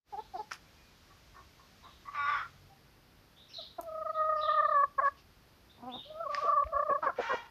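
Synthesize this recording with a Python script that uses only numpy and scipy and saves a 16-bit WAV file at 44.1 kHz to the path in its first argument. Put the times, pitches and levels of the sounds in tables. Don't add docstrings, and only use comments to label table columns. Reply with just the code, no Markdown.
import sys
import numpy as np
from scipy import signal
from scipy.fft import rfft, irfft, next_fast_len
from scipy.io import wavfile
from scipy.ndimage import uniform_filter1d

SR = 44100
rng = np.random.default_rng(int(sys.argv[2]) if len(sys.argv) > 2 else 0)


def unload_audio(sound):
    columns = np.transpose(np.atleast_2d(sound))
    steps = np.round(np.clip(columns, -1, 1) * 32767)
    wavfile.write(sys.argv[1], SR, steps.astype(np.int16))


N = 330805
TIME = np.arange(N) / SR


# peak time in seconds, peak level in dB,
# rise in seconds from the dip before, depth of that dip in dB.
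THROBS = [
    [(3.833, -49, 0.0052, 12), (3.893, -43, 0.053, 9.5), (3.923, -42, 0.012, 7), (3.955, -40, 0.019, 7.5),
     (3.982, -39, 0.0077, 6), (4.023, -37.5, 0.022, 7.5), (4.068, -36, 0.027, 27),
     (4.102, -33.5, 0.016, 11.5), (4.145, -46, 0.025, 18), (4.19, -33.5, 0.034, 5.5),
     (4.217, -30, 0.02, 1.5), (4.248, -32.5, 0.0081, 2.5), (4.296, -29, 0.0092, 5.5),
     (4.327, -30, 0.0078, 5), (4.365, -32, 0.013, 5.5), (4.395, -34, 0.017, 2), (4.437, -31.5, 0.0092, 8.5),
     (4.458, -32.5, 0.013, 4.5), (4.494, -27.5, 0.02, 12), (4.519, -28, 0.0046, 2.5),
     (4.549, -29.5, 0.019, 9.5), (4.582, -27.5, 0.024, 7), (4.605, -25, 0.022, 2), (4.635, -29, 0.018, 13),
     (4.654, -26, 0.0098, 7), (4.696, -29, 0.019, 42.5), (4.724, -28, 0.022, 16), (4.746, -27.5, .009, 10),
     (4.768, -25.5, 0.0074, 2), (4.811, -27, 0.028, 0), (4.838, -23, 0.0052, 8.5)],
    [(4.995, -25.5, 0.017, 28), (5.038, -31.5, 0.03, 20), (5.062, -27.5, 0.019, 3),
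     (5.083, -28, 0.0054, 1.5)],
    [(6.271, -36, 0.021, 13.5), (6.305, -36.5, 0.022, 25), (6.339, -36.5, 0.012, 6.5),
     (6.382, -33.5, 0.013, 11.5), (6.431, -34.5, 0.021, 16), (6.463, -32.5, 0.019, 2.5),
     (6.495, -26, 0.021, 10), (6.532, -27, 0.015, 9.5), (6.578, -25, 0.022, 11), (6.599, -26.5, 0.0079, 3),
     (6.629, -27.5, 0.011, 11)],
    [(6.74, -34, 0.022, 28.5), (6.767, -28, .0078, 6), (6.798, -28.5, 0.012, 13.5),
     (6.83, -30, 0.0082, 12.5), (6.874, -36.5, 0.031, 15), (6.902, -29, 0.03, 24.5),
     (6.928, -27, 0.0098, 3.5), (6.959, -30, 0.019, 11)],
]
# time in seconds, pitch in Hz before the
# slides of the throbs, beak opening as second over first partial in dB before dips and slides weaken it.
BREATHS = [
    [(3.83, 650, -19), (3.9, 620, -4.5), (3.97, 621, -1), (4.08, 605, 8), (4.25, 621.7, 5.5),
     (4.42, 598.6, 7), (4.52, 599, 13.5), (4.65, 591.3, 14), (4.71, 579, 13.5), (4.78, 568, 15),
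     (4.862, 551, 20)],
    [(4.99, 517, 22.5), (5.04, 552.5, 14.5), (5.065, 544, 16.5), (5.101, 586, 12)],
    [(6.27, 543, 11.5), (6.31, 566, 10), (6.38, 551, 19.5), (6.43, 566, 13.5), (6.49, 561, 19.5),
     (6.54, 568, 21), (6.648, 545, 16)],
    [(6.74, 541.6, 11.5), (6.8, 555.5, 10.5), (6.87, 565.4, 11.5), (6.91, 544, 9), (6.985, 555, 13.5)],
]
THIRD_PARTIAL_DB = [-6.5, 4.5, -18, -4.5]
SLIDE_SHARES = [0.8, 0.71, 0.94, 1]
# start in seconds, length in seconds, peak in dB against the second partial.
CRACKS = [(4.726, 0.023, -32.5), (4.994, 0.033, -8.5), (5.06, 0.033, -25.5)]

# time in seconds, pitch in Hz, level in dB before it flutters.
SOFT_WHINES = [
    [(6.05, 542, -66), (6.105, 624, -48.5), (6.13, 620, -51.5), (6.157, 617, -44), (6.2, 667, -47),
     (6.232, 671, -36.5), (6.268, 550, -49.5)],
    [(6.43, 641, -50), (6.48, 672, -40), (6.53, 651, -41.5), (6.55, 637, -69)],
    [(6.65, 578, -67), (6.667, 614, -45.5), (6.7, 654, -51.5), (6.78, 687, -38.5), (6.81, 700, -63)],
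]
# resonance at the start in Hz, resonance at the end in Hz.
SOFT_THROATS = [(530, 1076), (880, 1070), (733, 1040)]

# time in seconds, pitch in Hz, level in dB, roughness (0 is clear).
CROON = [(5.78, 233, -62.5, 0.3), (5.82, 236.6, -58, 0.54), (5.835, 241, -46, 0.03),
         (5.855, 243.4, -49, 0.06), (5.885, 261.2, -42.5, 0), (5.924, 237.7, -51, 0),
         (5.96, 253, -45.5, 0.26), (5.985, 238, -55.5, 1.16), (6.01, 214, -63, 0.26)]
# resonance at the start in Hz, at the end in Hz, width in Hz, strength in dB.
CROON_THROAT = [(236, 223, 51, 3), (810, 670, 450, 2)]
# time in seconds, pitch in Hz,
# level in dB before the low cut, roughness (0 is clear).
SQUAWKS = [
    [(2.12, 280.4, -63, 0.54), (2.15, 293, -39.5, 0.27), (2.185, 288, -35, 0.04), (2.245, 283.6, -35.5, 0),
     (2.27, 287, -36, 0.15), (2.3, 293.2, -28.5, 0.08), (2.32, 290.7, -36.5, 0.15),
     (2.345, 288.2, -36, 0.28), (2.36, 280.8, -34, 0.16), (2.42, 275, -44, 0.58), (2.52, 268, -100, 0.64)],
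    [(7.16, 450.7, -56.5, 0.52), (7.22, 466.5, -41.5, 0.84), (7.265, 463, -42, 0.37),
     (7.3, 474, -42.5, 0.2), (7.355, 471.7, -41, 0.25), (7.41, 465.8, -54.5, 0.42), (7.47, 483, -56, 0.6)],
]
# resonance at the start in Hz, at the end in Hz,
# width in Hz, strength in dB.
SQUAWK_THROATS = [
    [(575, 570, 85, -22.5), (1178, 1343, 300, 3.5), (2200, 1850, 510, -8.5), (3970, 3150, 153, -16.5),
     (5380, 5300, 290, -28.5)],
    [(1300, 870, 710, 19), (2000, 2070, 370, 11.5), (2900, 3100, 1160, -1), (5700, 6100, 1100, -7.5)],
]

# start in seconds, length in seconds, first pitch in Hz, last pitch in Hz,
# peak level in dB.
CLUCKS = [
    [(.122, 0.046, 441.5, 356, -40), (.16, 0.052, 394, 454, -38.5), (.334, 0.047, 406, 325, -39),
     (.378, 0.047, 435, 420, -37.5)],
    [(1.085, 0.058, 386.5, 376, -65.5), (1.335, 0.078, 369.6, 357.6, -56), (1.575, 0.046, 354, 357, -63.5),
     (1.815, 0.081, 341.7, 353, -56)],
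    [(6.43, 0.03, 258.4, 227, -42.5), (6.89, 0.024, 249, 240, -36), (6.907, 0.015, 278, 223, -33),
     (7.179, 0.04, 266, 218.5, -31), (7.329, 0.024, 270.4, 232, -30)],
    [(2.68, 0.073, 409, 378, -64), (3.578, 0.039, 702, 593, -49.5), (3.782, 0.023, 367, 308, -37),
     (5.002, 0.032, 613, 694, -39.5), (6.976, 0.022, 623, 613, -42)],
    [(7.018, 0.046, 340.5, 281.6, -33), (7.056, 0.035, 572.5, 528, -28.5), (7.085, 0.026, 394, 308, -33.5),
     (7.286, 0.056, 564.5, 499, -31)],
    [(2.045, 0.033, 269, 285, -55.5), (2.066, 0.039, 281, 287, -45), (2.102, 0.025, 282, 284, -53)],
]
# roughness from 0 to 1,
# throat in Hz, throat width in Hz, resonance on the first partial in dB, upper throat in Hz,
# upper throat in dB, scattered echo in dB.
CLUCK_VOICES = [(0.04, 778, 145, -19, 1520, -28.5, -17), (0.39, 1040, 420, -17, 1910, -7, -3),
                (0.29, 558, 170, -43.5, 2400, -24, -16), (0.04, 786, 130, -25, 1320, -30.5, -9),
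                (0.23, 833, 430, -22.5, 1320, 0, -16), (0.36, 1160, 110, -36, 2000, -9, -15)]

# start in seconds, length in seconds, middle pitch in Hz, peak in dB.
SPARROWS = [
    [(3.36, 0.11, 3700, -62.5), (4.14, 0.058, 3810, -62), (5.695, 0.035, 3840, -64)],
    [(3.485, 0.093, 5310, -63), (4.36, 0.072, 4870, -62.5)],
    [(3.535, 0.078, 3880, -46), (4.41, 0.085, 3620, -46)],
    [(3.6, 0.043, 3867, -51), (4.49, 0.077, 3580, -55), (6.03, 0.045, 3440, -55.5)],
    [(1.84, 0.015, 3870, -58.5), (4.09, 0.045, 4460, -71)],
    [(5.916, 0.093, 3724, -48)],
    [(.168, .12, 3690, -67.5), (1.82, 0.2, 3600, -69), (4.635, 0.07, 3730, -61)],
    [(3.492, 0.058, 3050, -64), (4.368, 0.1, 3030, -66.5), (5.885, 0.049, 2920, -64)],
    [(.64, .07, 2340, -74), (0.76, 0.18, 2430, -75)],
]
# start as a share of the middle pitch, end as a share of it, buzz depth in Hz.
NOTE_SHAPES = [(0.97, 1.1, 190), (1.1, 1.2, 290), (1.08, 0.8, 140), (0.95, 0.88, 400), (0.95, .92, 60),
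               (0.88, 0.66, 83), (1.1, 1.3, 250), (.83, 1.1, 300), (1.01, .99, 8)]

# start in seconds, level in dB before the attack softens it,
# ring in Hz, second ring in Hz, second ring against the first in dB.
SNAPS = [(.512, -33.5, 1550, 5100, -6), (.517, -24, 1370, 2260, -12), (0.52, -30, 1980, 5530, 0),
         (.533, -28, 6160, 5430, -3.5), (3.811, -16.5, 14300, 9800, -19.5), (3.812, -35.5, 6600, 8250, -6),
         (6.347, -20, 1846, 4980, -5), (6.64, -40, 2160, 1810, -9.5), (6.673, -43, 2210, 1800, -6)]
# start in seconds, length in seconds, level in dB at the top of
# the swell, ahead of the band filter, bottom of the band in Hz, top of the band in Hz.
RAKES = [(0.332, 0.15, -55.5, 3630, 5730), (0.503, 0.083, -48.5, 960, 10000),
         (3.817, 0.039, -58, 6040, 14500), (5.036, 0.088, -57, 2500, 6530), (5.162, 0.08, -59, 2620, 6000),
         (6.286, 0.3, -50, 500, 6400), (7.016, 0.1, -56, 496, 4960)]
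# frequency in Hz, relative density in dB per Hz.
RAKE_COLOUR = [(410, -45.5), (700, 5.5), (2300, 0.5), (3850, -8), (4800, -4), (6280, -11), (7580, -20),
               (14000, -6)]

# start in seconds, length in seconds, pitch in Hz, peak in dB.
THUMPS = [(6.644, 0.038, 60, -39), (6.741, 0.03, 55, -44.5)]
# time in seconds, firing rate in Hz, level of each order in dB before it wavers.
ENGINE = [(1.75, 38.95, -85), (2.25, 42.94, -69), (2.62, 46.5, -66.5), (3.0, 47.7, -77)]

# frequency in Hz, relative density in dB per Hz.
AIR = [(24, -27.5), (38, 2.5), (64, 0), (134, -6), (356, -12.5), (714, -16.5), (1400, -18), (3910, -24.5),
       (4810, -23), (7650, -37), (14200, -30)]
# time in seconds, level in dB.
BREEZE = [(0, -71.5), (2.5, -69.5), (3, -86.5)]
# time in seconds, gain in dB.
FADE_GAIN = [(.03, -35), (.08, -4), (.125, 3)]

JUMP_HZ, JUMP_HZ_PER_DB = 7.7, 4
DEEPEST_FELT_DB = 18
BEAK_DB_PER_DIP_DB, BEAK_DB_PER_HZ = 0.24, 0.21
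UPPER_THROAT_HZ, UPPER_THROAT_WIDTH_HZ = 1775, 105
EFFORT_SHARE = 0.9
RELEASE_S, LAST_SAG_DB, RELEASE_DB = 0.012, 12.5, 30.5
SQUAWK_TOP_HZ = 6730
EARLIER_PER_SAG = 0.41
RING_CYCLES, SECOND_RING_CYCLES = 2.04, 3.7
SNAP_ATTACK_S = 0.00014
AIR_DB = -63.5
CUTOFF_HZ = 14200


def from_db(db):
    return 10 ** (np.asarray(db) / 20)


def rms_one(x):
    return x / np.sqrt(np.mean(x ** 2) + 1e-20)


def at_hz(points, hz):
    points_hz, points_db = np.transpose(points)
    return np.interp(np.log(hz + 1), np.log(points_hz), points_db)


def span(start, end):
    return slice(max(int(start * SR), 0), min(int(end * SR), N))


def curves(rows):
    s, *columns = np.transpose(rows)
    at = span(s[0], s[-1])
    return at, *(np.interp(TIME[at], s, column) for column in columns)


def wobble(size, hz):
    low_pass = signal.butter(2, hz, fs=SR, output="sos")
    noise = signal.sosfilt(low_pass, rng.standard_normal(size + 2000))
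    return rms_one(noise[2000:])


def coloured(spectrum):
    size = next_fast_len(N)
    hz = np.arange(size // 2 + 1) * SR / size
    bins = rfft(rng.standard_normal(size)) * from_db(at_hz(spectrum, hz))
    return rms_one(irfft(bins, size)[:N])


def swell(size, peak_at):
    share = np.arange(size) / size
    warp = np.log(.5) / np.log(np.clip(peak_at, .05, .95))
    return np.sin(np.pi * share ** warp)


def diffuse(x, t60, delay):
    t = np.arange(int(t60 * SR)) / SR
    tail = rng.standard_normal(len(t)) * from_db(-60 * t / t60)
    tail = np.r_[np.zeros(int(delay * SR)), tail / np.sqrt(np.sum(tail ** 2))]
    return signal.fftconvolve(x, tail)[:N]


def voice(pitch_hz, rough, throat, top_hz, turn=1):
    size = len(pitch_hz)
    shaken_hz = pitch_hz * (1 + 0.037 * rough * wobble(size, 100))
    phase = 2 * np.pi * np.cumsum(shaken_hz) / SR
    out, power = 0, 1e-12
    for k in range(1, int(1.4 * top_hz / np.mean(pitch_hz))):
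        hz = k * pitch_hz
        peaks = [from_db(level_db) / (1 + ((hz - centre ** 2 / hz) / width) ** 2) ** 0.99
                 for centre, width, level_db in throat]
        gain = sum(peaks)
        clear = sum(turn ** i * peak for i, peak in enumerate(peaks)) / gain
        gain = gain / (1 + (hz / top_hz) ** 6)
        noise_share = np.clip(rough * (0.9 + k / 10), 0, 1)
        turned = k * phase + 2 * np.pi * rng.random()
        smear = wobble(size, 110) * np.sin(turned) + wobble(size, 110) * np.cos(turned)
        tone = np.sqrt(1 - noise_share) * clear * np.sin(turned)
        out = out + gain * (tone + np.sqrt(noise_share / 2) * smear)
        power = power + gain ** 2 / 2
    return out / np.sqrt(power)


def drawn_call(rows, throat, top_hz, turn=1):
    out = np.zeros(N)
    at, pitch_hz, level_db, rough = curves(rows)
    moving = [(np.linspace(start_hz, end_hz, len(pitch_hz)), width, db)
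              for start_hz, end_hz, width, db in throat]
    out[at] = from_db(level_db) * voice(pitch_hz, rough, moving, top_hz, turn)
    return out


def whine():
    out = np.zeros(N)
    for throbs, breath, third_db, slide_share in zip(THROBS, BREATHS, THIRD_PARTIAL_DB, SLIDE_SHARES):
        course_s, course_hz, beak_db = np.transpose(breath)
        last_db = throbs[-1][1] - LAST_SAG_DB - RELEASE_DB
        release = (course_s[-1], last_db, RELEASE_S, -RELEASE_DB)
        s, peak_db, rise, dip_db = np.transpose(throbs + [release])
        rise = np.minimum(rise, np.diff(s, prepend=0) - .005)
        at = span(s[0] - rise[0], s[-1])
        t = TIME[at]

        turns = np.ravel([s - rise, s], "F")
        order = np.arange(len(turns))
        place = np.interp(t, turns, order)
        place = np.floor(place) + np.sin(np.pi / 2 * (place % 1)) ** 2
        fullness = 1.3
        turn_levels = from_db(fullness * np.ravel([peak_db - dip_db, peak_db], "F"))
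        level = np.interp(place, order, turn_levels) ** (1 / fullness)
        onset = np.clip((t - t[0]) / 0.0017, 0, 1)
        level = uniform_filter1d(level * onset, size=60) + 1e-9

        jump_hz = slide_share * (JUMP_HZ + JUMP_HZ_PER_DB * np.clip(dip_db, 0, DEEPEST_FELT_DB))
        early_hz = -8.5 + 0.99 * jump_hz * np.clip(2.0 - dip_db / 14, 0, 1)
        slide_s = np.ravel([s - rise - .001, s - 0.52 * rise, s + 0.0036], "F")
        slide = np.interp(t, slide_s, np.ravel([early_hz, jump_hz, 0 * s], "F"))
        steady_hz = np.interp(t, course_s, course_hz)
        pitch_hz = steady_hz + uniform_filter1d(slide, size=120)
        phase = 2 * np.pi * np.cumsum(pitch_hz + 4.2 * wobble(len(t), 120)) / SR

        level_db = 20 * np.log10(level)
        sunk_db = np.interp(t, s, np.r_[peak_db[:-1], peak_db[-2]]) - level_db
        closing_db = BEAK_DB_PER_DIP_DB * np.clip(sunk_db, 0, 30) + BEAK_DB_PER_HZ * slide
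        second = from_db(np.interp(t, course_s, beak_db) - closing_db)
        effort_db = level_db + 19.0
        third = second * from_db(third_db + EFFORT_SHARE * effort_db + 0.96 * wobble(len(t), 25))
        third = third / np.sqrt(1 + ((3 * steady_hz - UPPER_THROAT_HZ) / UPPER_THROAT_WIDTH_HZ) ** 2)
        fourth = second * from_db(third_db - 19 + 2.2 * effort_db)
        crack = sum(from_db(db) * np.clip(1 - (2 * (t - start) / length - 1) ** 2, 0, 1)
                    for start, length, db in CRACKS)

        tone = np.sin(phase) - second * np.cos(2 * phase)
        tone = tone - third * np.sin(3 * phase - 1) + fourth * np.sin(4 * phase)
        half_lines = np.sin(3 * phase / 2) + np.sin(5 * phase / 2) + np.sin(7 * phase / 2) / 2
        tone = tone + second * crack * half_lines
        out[at] += level * tone * np.sqrt(2 / (1 + second ** 2))
    return out


def soft_whine():
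    out = np.zeros(N)
    for rows, (start_hz, end_hz) in zip(SOFT_WHINES, SOFT_THROATS):
        at, pitch_hz, level_db = curves(rows)
        size = len(pitch_hz)
        flutter_db = 3.3 * wobble(size, 30)
        throat = [(np.linspace(start_hz, end_hz, size), 300, 0)]
        out[at] = from_db(level_db + flutter_db) * voice(pitch_hz, 0.017, throat, top_hz=1520)
    return out


def croon():
    return drawn_call(CROON, CROON_THROAT, top_hz=1460)


def clucks():
    direct, scattered = np.zeros(N), np.zeros(N)
    for cluck_voice, rows in zip(CLUCK_VOICES, CLUCKS):
        rough, throat_hz, width_hz, chest_db, upper_hz, upper_db, echo_db = cluck_voice
        for s, length, first_hz, last_hz, peak_db in rows:
            at = span(s, s + length)
            size = at.stop - at.start
            pitch_hz = np.linspace(first_hz, last_hz, size)
            throat = [(pitch_hz, 90, chest_db), (throat_hz, width_hz, 0), (upper_hz, 250, upper_db)]
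            peak_at = 0.56 - EARLIER_PER_SAG * (1 - last_hz / first_hz)
            envelope = from_db(peak_db) * swell(size, peak_at) ** 1.26
            note = envelope * voice(pitch_hz, rough, throat, top_hz=2130)
            direct[at] += note
            scattered[at] += from_db(echo_db) * note
    return direct + diffuse(scattered, 0.23, 0.0086)


def squawks():
    far = sum(drawn_call(rows, throat, SQUAWK_TOP_HZ, turn)
              for rows, throat, turn in zip(SQUAWKS, SQUAWK_THROATS, (-1, 1)))
    low_cut = signal.butter(2, 480, "high", fs=SR, output="sos")
    far = signal.sosfilt(low_cut, far)
    return far + from_db(-5) * diffuse(far, 0.23, .01)


def yard_echo(near):
    scattered = diffuse(near, .25, .006)
    late = diffuse(near, .05, .112)
    wall = signal.sosfilt(signal.butter(2, [900, 1400], "band", fs=SR, output="sos"), late)
    return from_db(-22) * scattered + from_db(-36) * wall


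def sparrows():
    out = np.zeros(N)
    for (start, end, buzz_hz), rows in zip(NOTE_SHAPES, SPARROWS):
        bend = np.polyfit([0, .5, 1], [start, 1, end], deg=2)
        for s, length, middle_hz, peak_db in rows:
            at = span(s, s + length)
            size = at.stop - at.start
            sweep_hz = middle_hz * np.polyval(bend, np.arange(size) / size)
            phase = 2 * np.pi * np.cumsum(sweep_hz + buzz_hz * wobble(size, 250)) / SR
            out[at] += from_db(peak_db) * swell(size, 0.28) * np.sin(phase)
    return out + from_db(3.0) * diffuse(out, 0.43, 0.0042)


def ground():
    out = np.zeros(N)
    t = TIME[:900]
    attack = (1 - np.exp(-t / SNAP_ATTACK_S)) ** 2
    for s, peak_db, ring_hz, second_hz, second_db in SNAPS:
        first = np.sin(2 * np.pi * ring_hz * t) * np.exp(-t * ring_hz / RING_CYCLES)
        second = np.sin(2 * np.pi * second_hz * t) * np.exp(-t * second_hz / SECOND_RING_CYCLES)
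        start = int(s * SR)
        out[start:start + 900] += from_db(peak_db) * (first + from_db(second_db) * second) * attack
    grit = coloured(RAKE_COLOUR) * from_db(2.16 * wobble(N, 400))
    for s, length, peak_db, bottom_hz, top_hz in RAKES:
        at = span(s, s + length)
        band = signal.butter(3, [bottom_hz, top_hz], "band", fs=SR, output="sos")
        envelope = from_db(peak_db) * swell(at.stop - at.start, 0.33) ** 2
        out[at] += envelope * signal.sosfilt(band, grit[at])
    return out + from_db(-11) * diffuse(out, 0.16, 0.0033)


def rumble():
    out = np.zeros(N)
    for s, length, hz, peak_db in THUMPS:
        at = span(s, s + length)
        swings = np.sin(2 * np.pi * hz * (TIME[at] - s))
        out[at] += from_db(peak_db) * swell(at.stop - at.start, 0.35) * swings
    at, firing_hz, level_db = curves(ENGINE)
    phase = 2 * np.pi * np.cumsum(firing_hz) / SR
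    orders = sum(from_db(3.0 * wobble(len(phase), 10)) * np.sin(k * phase + k * k) for k in (1, 2, 3))
    out[at] += from_db(level_db) * orders
    return out


def air():
    floor = from_db(AIR_DB) * coloured(AIR)
    bass = signal.sosfilt(signal.butter(2, 150, fs=SR, output="sos"), floor)
    lumps = bass * (from_db(1.5 * wobble(N, 0.83)) - 1)
    leaf_band = signal.butter(4, [600, 6000], "band", fs=SR, output="sos")
    leaves = rms_one(signal.sosfilt(leaf_band, rng.standard_normal(N)))
    breeze_db = np.interp(TIME, *np.transpose(BREEZE))
    return floor + lumps + from_db(breeze_db) * leaves


def scene():
    near = whine() + soft_whine() + croon()
    hens = near + yard_echo(near) + squawks() + clucks()
    return (hens + sparrows() + ground() + rumble() + air())[None]


def record(dry):
    faded = dry * from_db(np.interp(TIME, *np.transpose(FADE_GAIN)))
    faded = signal.sosfilt(signal.butter(2, 42, "high", fs=SR, output="sos"), faded)
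    return signal.sosfilt(signal.ellip(10, 1, 60, CUTOFF_HZ, fs=SR, output="sos"), faded)


dry = scene()
out = record(dry)
unload_audio(out)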